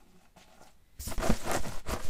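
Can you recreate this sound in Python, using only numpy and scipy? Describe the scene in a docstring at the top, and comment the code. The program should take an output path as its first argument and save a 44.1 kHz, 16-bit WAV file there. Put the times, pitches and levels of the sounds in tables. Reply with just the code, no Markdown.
"""A hollow cardboard box on a wooden table in a quiet room, close to the microphone: fingers shift on it,
a hand swishes over its smooth face, then it is dragged in four short pulls. Friction slips and knocks ring
its wall modes, soft thumps of an edge ring single resonances, and coloured grains, noise and short snaps
make its paper skin hiss and crackle. The table rocks with a deep rumble of filtered noise.
Faint thin whistles, gliding sines of unsteady strength, sound in the hush before the first pull."""
import sys
import numpy as np
from scipy import signal
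from scipy.fft import rfft, irfft
from scipy.io import wavfile

SR = 44100
rng = np.random.default_rng(int(sys.argv[2]) if len(sys.argv) > 2 else 0)


def elevation(decibels):
    """Turn decibel levels (scalar or array-like) into linear amplitude ratios."""
    levels = np.asarray(decibels, float)
    return 10 ** (levels / 20)


def transcribe(u):
    """Save the signal u as a 16-bit wav file named by the first command-line argument.

    u: samples, shape (n,) or (channels, n), limited to [-1, 1]; the rate is SR.
    q: integer samples, one column per channel.
    """
    v = np.clip(np.atleast_2d(u).T, -1, 1)
    q = np.round(v * 32767).astype(np.int16)
    wavfile.write(sys.argv[1], SR, q)


N = 92257  # length in samples
MOVES_S = 0.81  # the resonances change from the resting to the moving box; the hand comes in

# Wall modes of the moving box. Each row: pitch in Hz, relative level in dB, ring time t60 in s.
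BOX_MODES = [(344, -6.5, 0.052), (490, -6, 0.038), (555, -5.5, 0.045), (650, 0, 0.04), (799, -2, 0.021),
             (1020, -1.5, 0.018), (1226, -3, 0.019), (1414, -1.5, 0.014), (1593, -3.5, 0.011),
             (1914, -6.5, 0.019), (2160, -16, 0.041), (2470, -18, 0.0071)]
# Wall modes of the box at rest. Each row: pitch in Hz, relative level in dB, ring time t60 in s.
REST_BOX_MODES = [(638, 0, 0.065), (714, -3, 0.06), (749, -1, 0.076), (854, -0.5, 0.062), (1100, 3, 0.016),
                  (1415, -0.5, 0.026), (1950, -9, 0.028), (2575, -7.5, 0.048)]


def rms_one(x):
    """Scales a signal to rms 1."""
    return x / np.sqrt(np.mean(x ** 2) + 1e-20)


def in_time(rows):
    """Draws each column of a table as a curve over time; the first column is seconds."""
    seconds, *columns = np.transpose(rows)
    return [np.interp(np.arange(N) / SR, seconds, c) for c in columns]


def drift(rate_hz):
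    """Smooth random curve of rms 1: noise through a two-pole lowpass at rate_hz."""
    r = np.exp(-2 * np.pi * rate_hz / SR)
    noise = rng.standard_normal(N + SR)
    return rms_one(signal.lfilter([1], [1, -2 * r, r * r], noise)[SR:])  # the first second settles the filter


def ring(clicks, hz, t60):
    """A damped resonance: a unit click sets a sine of height 1 ringing, down 60 dB after t60 seconds."""
    r = elevation(-60 / (t60 * SR))
    w = 2 * np.pi * hz / SR
    return signal.lfilter([0, np.sin(w)], [1, -2 * r * np.cos(w), r * r], clicks + 1e-18)


def modes(x, table):
    """One excitation into all modes, each with a wandering share as contact moves along the walls; rms 1."""
    wander_db, wander_hz = 2.2, 6.3
    total = 0
    for k, (hz, db, t60) in enumerate(table):
        share = elevation(db + wander_db * drift(wander_hz))
        total = total + share * ring(x, hz, t60) * (-1) ** k  # neighbours in opposite phase
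    return rms_one(total)


def band(x, low_hz, high_hz):
    """Passes the band between two frequencies."""
    return signal.sosfilt(signal.butter(2, [low_hz, high_hz], "band", fs=SR, output="sos"), x)


def colour(x, spectrum):
    """Gives white input the spectrum of a table of Hz and dB per Hz; rms 1."""
    hz, db = np.transpose(spectrum)
    f = np.maximum(np.arange(N // 2 + 1) * SR / N, 1)
    gain = elevation(np.interp(np.log(f), np.log(hz), db))
    return rms_one(irfft(rfft(x) * gain, N))


def random_signs():
    """A random sign for each sample."""
    return rng.choice([-1, 1], N)


def grains(per_s, spread_db, clump_db):
    """Random clicks of uneven size, larger and smaller in clumps; rms 1."""
    size_db = spread_db * np.minimum(rng.exponential(1, N), 5) + clump_db * drift(57.4)
    sizes = elevation(size_db) * random_signs()
    return rms_one(sizes * (rng.random(N) < per_s / SR))


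def click(s, db):
    """A single-sample click."""
    out = np.zeros(N)
    out[int(s * SR)] = elevation(db)
    return out


def scraping():
    """Friction slips ring the wall modes and drive a low boom of air and table."""
    # Scraping of the box walls. Each row: time in seconds, level in dB before trim.
    drag = [(0.0, -65), (0.038, -71.5), (0.244, -69), (0.254, -61.5), (0.32, -81), (0.358, -113),
            (0.362, -53.5), (0.476, -71), (0.48, -63.5), (0.564, -64.5), (0.611, -61), (0.616, -58.5),
            (0.652, -64), (0.674, -62), (0.734, -81), (0.926, -92), (0.99, -90), (0.992, -51), (0.996, -68),
            (1.04, -65.5), (1.064, -69), (1.08, -51.5), (1.092, -57), (1.124, -37.5), (1.17, -77),
            (1.176, -95), (1.18, -47), (1.192, -48), (1.232, -31.5), (1.25, -37), (1.27, -31.5),
            (1.286, -40.5), (1.304, -28), (1.318, -44), (1.328, -38.5), (1.39, -52), (1.49, -35.5),
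            (1.514, -33), (1.57, -31), (1.618, -59), (1.654, -40), (1.806, -56), (1.832, -74.5),
            (1.888, -36.5), (1.94, -35), (1.948, -47.5), (1.972, -40.5), (1.992, -49), (2.002, -44.5),
            (2.026, -54.5), (2.09, -50)]
    # Low boom. Each row: time in seconds, level in dB before trim.
    low = [(0.0, -68), (0.068, -64), (0.282, -71.5), (0.33, -93), (0.378, -64.5), (0.458, -73),
           (0.504, -71.5), (0.666, -65.5), (0.734, -85), (0.772, -77.5), (0.932, -86), (0.98, -71),
           (1.0, -57), (1.05, -71), (1.08, -43), (1.13, -47.5), (1.17, -64), (1.2, -40.5), (1.27, -52),
           (1.33, -36.5), (1.4, -64), (1.43, -52), (1.46, -46), (1.576, -41), (1.628, -61.5), (1.666, -40),
           (1.836, -66.5), (1.894, -45.5), (1.944, -40), (1.982, -55), (2.002, -45), (2.022, -64),
           (2.048, -58), (2.074, -64), (2.09, -42)]
    # Air and table resonances while it moves. 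Each row: pitch in Hz, relative level in dB, t60 in s.
    boom_modes = [(83.5, 0, 0.07), (110, -3.5, 0.089), (160, -1.5, 0.051), (228, -2, 0.077),
                  (268.8, -8, 0.15)]
    # Low resonances with the box at rest. Each row: pitch in Hz, relative level in dB, t60 in s.
    rest_boom_modes = [(91, -10, 0.075), (127, -13, 0.039), (183.5, 0, 0.21), (239, -1, 0.21),
                       (372, -4, 0.17)]
    scrape_trim_db, boom_trim_db, rough_db = 0.7, 2, -9
    (drag_db,), (boom_db,) = in_time(drag), in_time(low)
    moving = np.arange(N) > MOVES_S * SR

    moving_slips = grains(per_s=3500, spread_db=3.5, clump_db=2.0)
    rest_slips = grains(per_s=4000, spread_db=4, clump_db=1.3)
    slips = np.where(moving, moving_slips, rest_slips)

    rough = elevation(rough_db) * rms_one(band(slips * random_signs(), 170, 2590))
    walls = np.where(moving, modes(slips, BOX_MODES), modes(slips, REST_BOX_MODES)) + rough
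    # the slips run backwards here, so that the boom has its own fine pattern
    boom_slips = slips[::-1]
    boom = np.where(moving, modes(boom_slips, boom_modes), modes(boom_slips, rest_boom_modes))
    return elevation(drag_db + scrape_trim_db) * walls + elevation(boom_db + boom_trim_db) * boom


def knocks():
    """Short taps ring the wall modes, each mode by chance stronger or weaker; harder taps reach higher."""
    # Knocks on the walls. Each row: start in seconds, level in dB before trim, hardness in Hz.
    knock_rows = [(0.246, -61, 1600), (0.3631, -49, 890), (0.3715, -42.5, 1090), (.414, -46.5, 2520),
                  (0.482, -40, 800), (0.613, -32.5, 890), (0.627, -39, 800), (0.666, -53, 2500),
                  (1.01, -44, 1800), (1.018, -51, 1800), (1.078, -26, 805), (1.1803, -29, 3050),
                  (1.3009, -13.5, 1360), (1.3052, -20, 1300), (1.3091, -8.5, 910), (1.5074, -24, 1500),
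                  (1.5134, -22.5, 1100), (1.635, -36, 2070), (1.862, -41, 1500), (1.885, -25.5, 1300),
                  (1.936, -15.5, 1190)]
    trim_db, chance_db, contact_s = -8.5, 2.4, 0.00064
    ring_share = 0.6  # of each mode's t60
    soft = np.exp(-1 / (contact_s * SR))
    out = np.zeros(N)
    for s, db, hard_hz in knock_rows:
        tap = signal.lfilter([1 - soft], [1, -soft], click(s, db + trim_db))
        table = BOX_MODES if s > MOVES_S else REST_BOX_MODES
        for hz, mode_db, t60 in table:
            tilt = (hz / 700) ** 2 / (1 + (hz / hard_hz) ** 4)
            level = elevation(mode_db + rng.normal(0, chance_db))
            out += level * tilt * ring(tap, hz, ring_share * t60)
    return out


def thumps():
    """Soft contacts: each sets one resonance ringing, with a rounded start."""
    # Soft bumps. Each row: start in seconds, level in dB before rounding, pitch in Hz, t60 in s.
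    bumps = [(0.995, -29, 69, 0.13), (1.071, -19, 89, 0.04), (1.178, -14.5, 28.7, 0.075),
             (1.2583, -5, 677, 0.085), (1.2949, -10.5, 187, 0.042), (1.3003, -9, 228, 0.085),
             (1.318, -24, 229, 0.07), (1.316, -13, 45.6, 0.043), (1.6, -19, 47.7, 0.041),
             (1.887, -19.5, 105, 0.045), (1.917, -22, 60, 0.064), (2.048, -22.5, 110, 0.023)]
    rise_s = 0.002
    r = np.exp(-1 / (rise_s * SR))
    rings = sum(ring(click(s, db), hz, t60) for s, db, hz, t60 in bumps)
    return signal.lfilter([1 - r], [1, -r], rings)


def patchy(x):
    """Each band of about a third of an octave of the treble swells and fades on its own; rms 1."""
    swell_db, swell_hz = 2.5, 21.4
    edges = np.geomspace(3000, 17000, num=9)
    total = 0
    for k, (low_hz, high_hz) in enumerate(zip(edges, edges[1:])):
        total = total + elevation(swell_db * drift(swell_hz)) * band(x, low_hz, high_hz) * (-1) ** k
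    return rms_one(total)


def skin():
    """Fine grains of rubbed paper, giving way to smooth noise while the hand swishes over the face."""
    # Friction hiss. Each row: time in seconds, upper and lower treble level in dB, both before trim.
    hiss = [(0.0, -70, -71), (0.042, -77.5, -74.5), (0.256, -72, -72), (0.282, -78, -101),
            (0.362, -97, -100), (0.367, -67, -82), (0.373, -63, -63.5), (0.423, -69, -56),
            (0.467, -74.5, -67.5), (0.565, -67, -63.5), (0.601, -72.5, -93), (0.631, -60, -62),
            (0.659, -67.5, -77), (0.673, -63.5, -57.5), (0.775, -84, -90), (0.929, -84, -84),
            (0.989, -76, -66), (0.992, -77, -90), (0.995, -58.5, -54), (1.003, -46.5, -54),
            (1.033, -45, -63), (1.083, -43, -46), (1.145, -51.5, -51), (1.171, -55, -62), (1.176, -55, -68),
            (1.18, -57, -43.5), (1.19, -58, -54), (1.206, -48.5, -52), (1.266, -41.5, -44.5),
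            (1.41, -49, -49), (1.508, -45, -47), (1.514, -50, -42), (1.526, -41.5, -52),
            (1.546, -36.5, -46), (1.608, -51.5, -51.5), (1.656, -49, -51.5), (1.794, -55, -54),
            (1.838, -78, -71), (1.894, -46, -44), (1.934, -43, -45), (1.978, -59, -59), (2.044, -48.5, -49),
            (2.09, -52, -50.5)]
    # Spectrum of the rubbed paper. Each row: frequency in Hz, relative level in dB per Hz.
    drag_spectrum = [(2650, -39), (4500, -6), (7540, -4), (9260, -9), (10600, -10.5), (14800, -16),
                     (15900, -1)]
    # Spectrum of the hand over the face. Each row: frequency in Hz, relative level in dB per Hz.
    swish_spectrum = [(2650, -30), (4500, -7.5), (5380, 0.5), (6270, -5.5), (6820, -1), (12100, -6.5),
                      (15900, -0.5)]
    upper_trim_db, lower_trim_db = 0.43, -3.5
    swish_ends_s = 1.13
    upper_db, lower_db = in_time(hiss)
    hand_times = [MOVES_S, MOVES_S + 0.045, swish_ends_s, swish_ends_s + 0.031]
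    hand = np.interp(np.arange(N) / SR, hand_times, [0, 1, 1, 0])

    fine = grains(per_s=12000, spread_db=2.5, clump_db=1)
    swish = colour(rng.standard_normal(N), swish_spectrum)
    upper = np.sqrt(1 - hand) * colour(fine, drag_spectrum) + np.sqrt(hand) * swish
    lower = rms_one(band(fine * random_signs(), 1500, 4500))
    return elevation(upper_db + upper_trim_db) * patchy(upper) + elevation(lower_db + lower_trim_db) * lower


def snaps():
    """Dry snaps of the paper skin: four close, quickly dying rings from one click."""
    # Snaps. Each row: start in seconds, level in dB before trim, main pitch in Hz.
    snap_rows = [(1.1797, -28.5, 5800), (1.271, -23, 6160), (1.3016, -23, 4450), (1.515, -13, 10150),
                 (1.534, -20, 7000), (1.544, -21, 5960), (1.5634, -17.5, 7260), (1.683, -28, 5940),
                 (1.9372, -21, 6800)]
    trim_db, t60_s = -13.5, 0.004
    out = np.zeros(N)
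    for s, db, hz in snap_rows:
        for ratio in (0.74, 0.93, 1, 1.08):
            out += ring(click(s, db + trim_db), hz * ratio, t60_s)
    return out


def whistles():
    """Gliding tones, blurred by a random wobble of their strength; each swells and stops."""
    # Faint whistles. Each row: start and end in seconds, first and last pitch in Hz,
    # level in dB that the swell reaches (before wobble and end fade), wobble rate in Hz.
    whistle_rows = [(0.698, 0.77, 9250, 9450, -81, 30), (0.72, 0.765, 4020, 3960, -80, 60),
                    (0.795, 0.9, 3950, 3850, -82, 150), (0.78, 0.995, 1950, 2050, -76, 500),
                    (0.915, 0.995, 3650, 4280, -80, 120), (0.953, 0.995, 7450, 8480, -74, 30),
                    (0.95, 0.99, 9900, 11400, -81, 40)]
    swell_db, fade_s = 5, 0.006
    t = np.arange(N) / SR
    out = np.zeros(N)
    for start, end, from_hz, to_hz, db, wobble_hz in whistle_rows:
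        u = np.clip((t - start) / (end - start), 0, 1)
        edge = np.clip(np.minimum(t - start, end - t) / fade_s, 0, 1)
        pitch = from_hz + (to_hz - from_hz) * np.sin(np.pi / 2 * u)  # the glide slows to its end
        phase = 2 * np.pi * np.cumsum(pitch) / SR
        tone = (1.5 + drift(wobble_hz)) * np.sin(phase) + drift(wobble_hz) * np.cos(phase)
        out += elevation(db - swell_db * (1 - u)) * edge * tone / 2
    return out


def rocking():
    """Sub-bass sway of the table: noise kept to a few Hz, rising and falling in level."""
    # Rocking of the table. Each row: time in seconds, level in dB before trim.
    sway = [(0.0, -51), (0.02, -55), (0.55, -48), (1.06, -48.5), (1.12, -20), (1.19, -65), (1.23, -20),
            (1.33, -29.5), (1.37, -32), (1.41, -25), (1.44, -29), (1.78, -22), (1.82, -33.5), (1.94, -18),
            (1.98, -29), (2.09, -21)]
    trim_db = -6
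    level_db, = in_time(sway)
    lowpass = signal.butter(2, 6.3, fs=SR, output="sos")
    highpass = signal.butter(1, 3.0, "high", fs=SR, output="sos")
    noise = rng.standard_normal(N + SR)
    rumble = signal.sosfilt(np.vstack([lowpass, highpass]), noise)[SR:]
    return elevation(level_db + trim_db) * rms_one(rumble)


def room(x):
    """A diffuse tail of dying noise, band-limited, from 4 ms after the direct sound."""
    t60_s = 0.12
    t = np.arange(int(0.4 * SR)) / SR
    tail = band(rng.standard_normal(len(t)), 158, 14000) * elevation(-60 * t / t60_s) * (t > 0.004)
    return signal.fftconvolve(x, tail / np.sqrt(np.sum(tail ** 2)))[:N]


def room_tone():
    """Steady coloured noise of the quiet room."""
    # Spectrum of the room. Each row: frequency in Hz, relative level in dB per Hz.
    tone_spectrum = [(16, -27), (28, -1), (145, -17.5), (928, -31), (1060, -32), (3990, -35.5),
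                     (5210, -39.5), (15900, -40)]
    return elevation(-65.5) * colour(rng.standard_normal(N), tone_spectrum)


def scene():
    """Box, skin, thumps and whistles with their room tail, over rocking and room tone; one channel."""
    wet_db = -18
    near = scraping() + knocks() + thumps() + skin() + snaps() + whistles()
    return (near + elevation(wet_db) * room(near) + rocking() + room_tone())[None]


def top_cut(x):
    """Nothing passes above the cut-off."""
    return signal.sosfilt(signal.butter(12, 16010, fs=SR, output="sos"), x)


def record(dry):
    """A steep lowpass takes away the top of the treble, 60 dB down from 16150 Hz."""
    lowpass = signal.cheby2(12, 60, 16150, fs=SR, output="sos")
    finished = signal.sosfilt(lowpass, dry)
    return top_cut(finished)


dry = scene()
out = record(dry)
transcribe(out)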